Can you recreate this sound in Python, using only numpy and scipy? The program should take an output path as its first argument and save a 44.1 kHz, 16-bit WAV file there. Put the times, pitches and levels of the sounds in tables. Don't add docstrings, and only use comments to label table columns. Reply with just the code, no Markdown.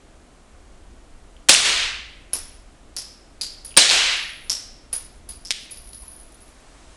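import sys
import numpy as np
from scipy import signal
from scipy.fft import rfft, irfft, next_fast_len
from scipy.io import wavfile
from scipy.ndimage import map_coordinates

SR = 44100
rng = np.random.default_rng(int(sys.argv[2]) if len(sys.argv) > 2 else 0)


def output_pcm(signal):
    pcm = np.clip(np.atleast_2d(signal).T, -1, 1) * 32767
    wavfile.write(sys.argv[1], SR, np.round(pcm).astype(np.int16))


def makeup_ratio(level_db):
    decades = np.asarray(level_db, float) / 20
    return 10 ** decades


N = 307048

# start_s, blast_db, hammer_db, trap_s, trap_db
SHOT_EVENTS = [
    (1.4923, 3.5, -12.5, 1.635, -4),
    (3.7721, 4, -14.5, 3.895, 0),
]
# freq_hz, level_db (per Hz)
BLAST_COLOURS = [
    [(120, -53.5), (200, -24.5), (552, -11.5), (1330, -20), (1580, -7.5), (1870, -26), (2620, -4),
     (2900, -5), (5340, -9), (9340, -12.5), (11400, -23), (14900, -49), (22000, -120)],
    [(120, -35), (200, -8.5), (1180, -7), (1350, -14), (1780, 0), (2760, -5), (4210, 1), (6110, -4),
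     (7240, -19), (8870, 4.5), (11400, -19), (14900, -46), (22000, -120)],
]
# freq_hz, level_db (per Hz)
ECHO_COLOURS = [
    [(71, -51.5), (120, -24.5), (422, -18), (619, -12), (1100, -13.5), (1230, -13.5), (2440, -9),
     (3570, -5.5), (9820, -9), (11400, -23.5), (14900, -57.5), (22000, -120)],
    [(71, -50), (120, -31), (323, -14.5), (694, -7.5), (941, -17.5), (1910, -6.5), (2020, -7), (4160, -1),
     (8930, -8), (11400, -22.5), (14900, -54.5), (22000, -120)],
]
# freq_hz, level_db (per Hz)
TRAP_COLOUR = [(71, -47), (120, -26), (323, -15), (407, -10), (1300, -7.5), (1770, -6), (2840, -0.5),
               (8590, -9), (11400, -20.5), (14900, -58.5), (22000, -120)]
# freq_hz, decay_s
RANGE_DECAY = [(200, .5), (700, 0.51), (2000, 0.79), (4000, 0.67), (8000, 0.48), (11500, 0.41)]
# delay_s, level_db
NEAR_ECHOES = [(.0046, -5.5), (0.011, -12.5), (0.02, -9.5), (0.022, -13), (.026, -14), (0.032, -10.5),
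               (.039, -16.5), (0.053, -13.5)]
# start_s, floor_click_db, hollow_db, hollow_hz, wall_ring_db
CASE_BOUNCES = [
    (2.3322, -24.5, -28.5, 5350, -19.5),
    (2.9651, -32.5, -22.5, 5250, -32),
    (3.412, -37, -19, 4780, -31.5),
    (3.647, -41.5, -41, 4840, -28.5),
    (4.4971, -27.5, -14.5, 5396, -36),
    (4.9284, -28, -38.5, 5000, -18),
    (5.289, -39.5, -41.5, 4800, -23),
    (5.4504, -47, -29.5, 5300, -55),
    (5.7108, -44, -43, 4960, -31),
]
BRASS_PITCHES = [10375, 10430, 11660, 11600]
# level_db, decay_s (to fall 60 dB)
BRASS_RINGS = [(1.5, 0.075), (-1.5, 0.061), (-5.5, 0.028), (-6, 0.019)]
# start_s, length_s, ring_db, lost_db
ROLLS = [
    (4.07, 0.42, -44.5, 7.5),
    (5.593, .11, -46.5, 22),
    (5.707, 0.224, -42.5, 12),
    (5.931, .3, -45, 3),
    (6.409, 0.14, -48.5, 28.5),
]
# start_s, ring_db, hollow_db (relative to the ring)
RIM_TAPS = [(5.7717, -29.5, -8), (5.8446, -42, -5), (5.8719, -34, -7), (5.889, -33, -10), (5.9315, -29, -8),
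            (5.9446, -33.5, -4), (5.9696, -40, -14), (6.029, -31.5, -21), (6.0787, -26, -27.5),
            (6.1164, -30.5, -22.5), (6.1983, -37, -13.5), (6.242, -58, -15.5), (6.2894, -46.5, -12.5),
            (6.321, -40.5, -9.5), (6.344, -37, -11.5), (6.404, -42, -15.5), (6.4797, -42.5, -8),
            (6.541, -65.5, -6), (6.6012, -53, 2), (6.6822, -55, -0.5)]
# start_s, peak_db, pitch_hz, width_hz
HANDLING_TICKS = [
    (1.366, -41, 3100, 400),
    (3.708, -37, 3100, 500),
    (3.717, -39, 2900, 400),
    (3.724, -42, 2500, 300),
    (3.7425, -32, 2800, 500),
    (3.752, -41, 2700, 350),
    (5.70, -36, 2500, 250),
    (6.035, -39, 1000, 120),
]
# start_s, peak_db, pitch_hz, width_hz
SLIDE_STOPS = [(1.5335, 9, 5500, 300), (1.541, 12, 9000, 150), (1.5485, 9, 2800, 250),
               (1.564, 9, 4500, 900), (3.8125, 9, 4000, 300), (3.822, 8, 4000, 400), (3.893, 9, 4000, 700),
               (3.8995, 10, 4200, 600), (3.9115, 9, 3500, 900)]
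# pitch_hz, width_hz, level_db
CATCH_RINGS = [(3350, 1200, .5), (5400, 1500, -2), (9000, 2500, -8), (1900, 1000, -6)]
# delay_s, level_db, length_ms
CATCH_RATTLES = [
    (.0006, -9, 2.23),
    (.0032, -4, 2.3),
    (.0066, -5.5, 2.3),
    (.0095, -21, 3),
    (0.015, -10, 1.5),
]
# freq_hz, level_db (per Hz)
AIR_COLOUR = [(65, -33), (110, -9), (266, -3), (398, -6.5), (447, -8.5), (655, -8), (708, -8), (874, -13),
              (1280, -13.5), (1710, -17), (5410, -24), (7500, -23), (10800, -27.5), (14000, -63.5),
              (22000, -120)]
# freq_hz, level_db (per Hz)
DRAUGHT_COLOUR = [(8.8, -23.5), (15, 0.5), (59, -4.5), (72, -6.5), (87, -17.5), (130, -18), (170, -51),
                  (290, -120)]
# freq_hz, level_db (per Hz)
CLOTH_COLOUR = [(300, -120), (600, 5.5), (1500, -0.5), (3000, -3.5), (8000, -5.5), (10500, -8.5),
                (12000, -40)]


def shots():
    out, t = np.zeros(N), np.arange(SR) / SR
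    for shot, blast, echo in zip(SHOT_EVENTS, BLAST_COLOURS, ECHO_COLOURS):
        s, blast_db, hammer_db, trap_s, trap_db = shot

        knock = np.exp(-((t - 0.0025) / 0.0018) ** 2) + 0.43 * (t < 0.006)
        hammer = knock * (t < 0.01) * noise(echo, count=SR)
        add(out, s - 0.0058, makeup_ratio(hammer_db) * hammer)

        slow_gas = makeup_ratio(blast_db - 60 * t / 0.14)
        sharp_gas = makeup_ratio(blast_db + 4 - 60 * t / 0.015)
        add(out, s, (slow_gas + sharp_gas) * noise(blast, count=SR))

        thump = np.sin(2 * np.pi * 255 * t)
        add(out, s, makeup_ratio(blast_db - 21 - 60 * t / 0.13) * thump)

        long_echo = fading(noise(echo, count=2 * SR), rise_s=0.012)
        add(out, s, makeup_ratio(blast_db + 2) * long_echo)
        trap_hit = fading(noise(TRAP_COLOUR, count=2 * SR), rise_s=0.026)
        add(out, trap_s - 0.01, makeup_ratio(trap_db) * trap_hit)
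    return out


def cases():
    out = np.zeros(N)
    for s, floor_db, hollow_db, hollow_hz, ring_db in CASE_BOUNCES:
        skid_ms = 0.96 * makeup_ratio(1.25 * (ring_db - floor_db))

        floor = click(lambda f: resonance(f, 6000, 12000) + resonance(f, 650, 1500))
        tick = makeup_ratio(floor_db + 15.5) * floor
        puff = click(lambda f: resonance(f, hollow_hz, 480) + 0.068 * resonance(f, 1.4 * hollow_hz, 1600))
        hollow = makeup_ratio(hollow_db + 6.5) * puff
        wall = makeup_ratio(ring_db - 2.5) * ring(skid_ms)

        landing = tick + hollow + makeup_ratio(-2) * wall
        add(out, s, in_range(landing, skid_ms, walls_db=7, wet_db=4.5, rise_s=0.0014))
        add(out, s, makeup_ratio(6) * wall + makeup_ratio(-4.5) * hollow)
        add(out, s - 0.005, makeup_ratio(floor_db - 6.5) * click(lambda f: resonance(f, 2500, 4000)))
    return out


def ring(attack_ms):
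    t = np.arange(SR // 4) / SR
    modes = np.zeros(len(t))
    for hz, (db, decay_s) in zip(BRASS_PITCHES, BRASS_RINGS):
        modes += makeup_ratio(db - 60 * t / decay_s) * np.sin(2 * np.pi * hz * t)
    return modes * (1 - np.exp(-1000 * t / attack_ms))


def rolling():
    level = np.zeros(N)
    for s, length_s, db, lost_db in ROLLS:
        after = since(s)
        level += makeup_ratio(db - lost_db * after / length_s) * (after > 0) * (after < length_s)

    scattered = (rng.random(N) < 250 / SR) * makeup_ratio(2.3 * rng.standard_normal(N))
    blows = makeup_ratio(-24.5) * level * unit(scattered)
    puffs = makeup_ratio(2.5) * blows
    for s, ring_db, hollow_db in RIM_TAPS:
        blows[round(s * SR)] += makeup_ratio(ring_db - 8)
        add(puffs, s, makeup_ratio(ring_db + hollow_db + 9.5) * chatter(4))

    hollow = click(lambda f: resonance(f, 4860, 1100) + 0.15 * resonance(f, 6000, 8300))
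    rattle = signal.fftconvolve(blows, ring(1.4)) + signal.fftconvolve(puffs, hollow)
    return in_range(rattle, 0, walls_db=-6, wet_db=-5.5, rise_s=0.0092)[:N]


def gun_parts():
    out = np.zeros(N)
    for s, db, hz, width_hz in HANDLING_TICKS:
        add(out, s, makeup_ratio(db) * in_range(steel_part(hz, width_hz), 0, walls_db=-6, wet_db=-8, rise_s=0.02))
    for s, db, hz, width_hz in SLIDE_STOPS:
        add(out, s, makeup_ratio(db) * steel_part(hz, width_hz))

    catch_s = 5.507
    snap = makeup_ratio(-1.5) * click(catch_response)
    add(out, catch_s, in_range(snap, 0, walls_db=-25, wet_db=-8.5, rise_s=0.024))
    add(out, catch_s, makeup_ratio(-15) * click(lambda f: resonance(f, 700, 1020)))
    for delay_s, db, length_ms in CATCH_RATTLES:
        add(out, catch_s + delay_s, makeup_ratio(db) * signal.fftconvolve(snap, chatter(length_ms)))
    return out


def steel_part(pitch_hz, width_hz):
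    def response(f):
        body = resonance(f, pitch_hz, width_hz) * resonance(f, pitch_hz, 4 * width_hz)
        return body + 0.1 * resonance(f, 7000, 3000)
    return click(response)


def catch_response(f):
    total = 0
    for k, (pitch_hz, width_hz, db) in enumerate(CATCH_RINGS):
        total = total + (-1) ** k * makeup_ratio(db) * resonance(f, pitch_hz, width_hz)
    return total * resonance(f, 4200, 9000)


def background():
    sleeve_s = 6.26
    rustle = makeup_ratio(-59.5 + 8.5 * since(sleeve_s))
    cloth = rustle * (since(sleeve_s - 0.25) > 0) * noise(CLOTH_COLOUR, count=N)
    air = makeup_ratio(-53.5) * noise(AIR_COLOUR, count=N)
    rumble = noise(DRAUGHT_COLOUR, count=N)

    gusts_per_s, push_s = 4.1, 0.27
    gusts = map_coordinates(rng.standard_normal(64), [np.arange(N) * gusts_per_s / SR])
    push = np.zeros(N)
    for s, *_ in SHOT_EVENTS:
        push += since(s) / push_s * np.exp(1 - since(s) / push_s)
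    draught = makeup_ratio(-48.5 + 1.94 * gusts + 2 * push) * rumble
    return air + draught + cloth


def in_range(dry, skid_ms, walls_db, wet_db, rise_s):
    tail = fading(rng.standard_normal(SR * 2 // 3), rise_s)
    answer = makeup_ratio(wet_db) * tail / np.linalg.norm(tail)
    add(answer, 0, chatter(skid_ms))
    for delay_s, db in NEAR_ECHOES:
        add(answer, delay_s, makeup_ratio(db + walls_db) * chatter(skid_ms + 60 * delay_s))
    return signal.fftconvolve(dry, answer)


def fading(x, rise_s):
    hz, t, z = signal.stft(x, SR, nperseg=256)
    decay_s = along(RANGE_DECAY, hz)[:, None]
    tail = signal.istft(z * makeup_ratio(-60 * t / decay_s), SR, nperseg=256)[1][:len(x)]
    seconds = np.arange(len(x)) / SR
    return tail * (1 - np.exp(-(seconds / rise_s) ** 2))


def chatter(ms):
    t = np.arange(SR // 25) / SR
    burst = rng.standard_normal(len(t)) * np.exp(-1000 * t / max(ms, 0.01))
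    return burst / np.linalg.norm(burst)


def click(response):
    blow = filtered(np.eye(1, SR // 4)[0], response)
    return blow / np.abs(blow).max()


def resonance(hz, centre_hz, width_hz):
    return 1j * hz * width_hz / (centre_hz ** 2 - hz ** 2 + 1j * hz * width_hz)


def noise(colour, count):
    return unit(filtered(rng.standard_normal(count), lambda hz: makeup_ratio(along(colour, hz))))


def filtered(x, response):
    m = next_fast_len(len(x) + 8192)
    return irfft(rfft(x, m) * response(np.fft.rfftfreq(m, 1 / SR)), m)[:len(x)]


def along(points, hz):
    f, v = np.transpose(points)
    return np.interp(np.log(hz + 1), np.log(f + 1), v)


def unit(x):
    return x / np.sqrt(np.mean(x ** 2) + 1e-20)


def add(track, s, sound):
    at = track[round(s * SR):][:len(sound)]
    at += sound[:len(at)]


def since(s):
    return np.maximum(np.arange(N) / SR - s, 0)


def scene():
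    return (shots() + cases() + rolling() + gun_parts() + background())[None]


def top_cut(x):
    return signal.sosfilt(signal.butter(12, 11800, fs=SR, output="sos"), x)


def record(dry):
    duck_db, attack_s, recover_s = 15, 0.0084, 0.35
    duck = np.zeros(N)
    for s, *_ in SHOT_EVENTS:
        grip = 1 - np.exp(-since(s) / attack_s)
        release = np.maximum(1 - (since(s) / recover_s) ** 1.7, 0)
        duck += grip * release
    gain = makeup_ratio(-duck_db * duck)

    bass = filtered(dry[0], lambda hz: 1 / (1 + (hz / 110) ** 4))
    held = (dry[0] - bass) * gain
    overloaded = held / (1 + np.abs(held / 4.2) ** 4) ** (1 / 4) + bass
    band = filtered(overloaded, lambda hz: 1 / (1 + (hz / 11800) ** 60))
    mix = np.clip(band, -1, 1)[None]
    return top_cut(mix)


dry = scene()
out = record(dry)
output_pcm(out)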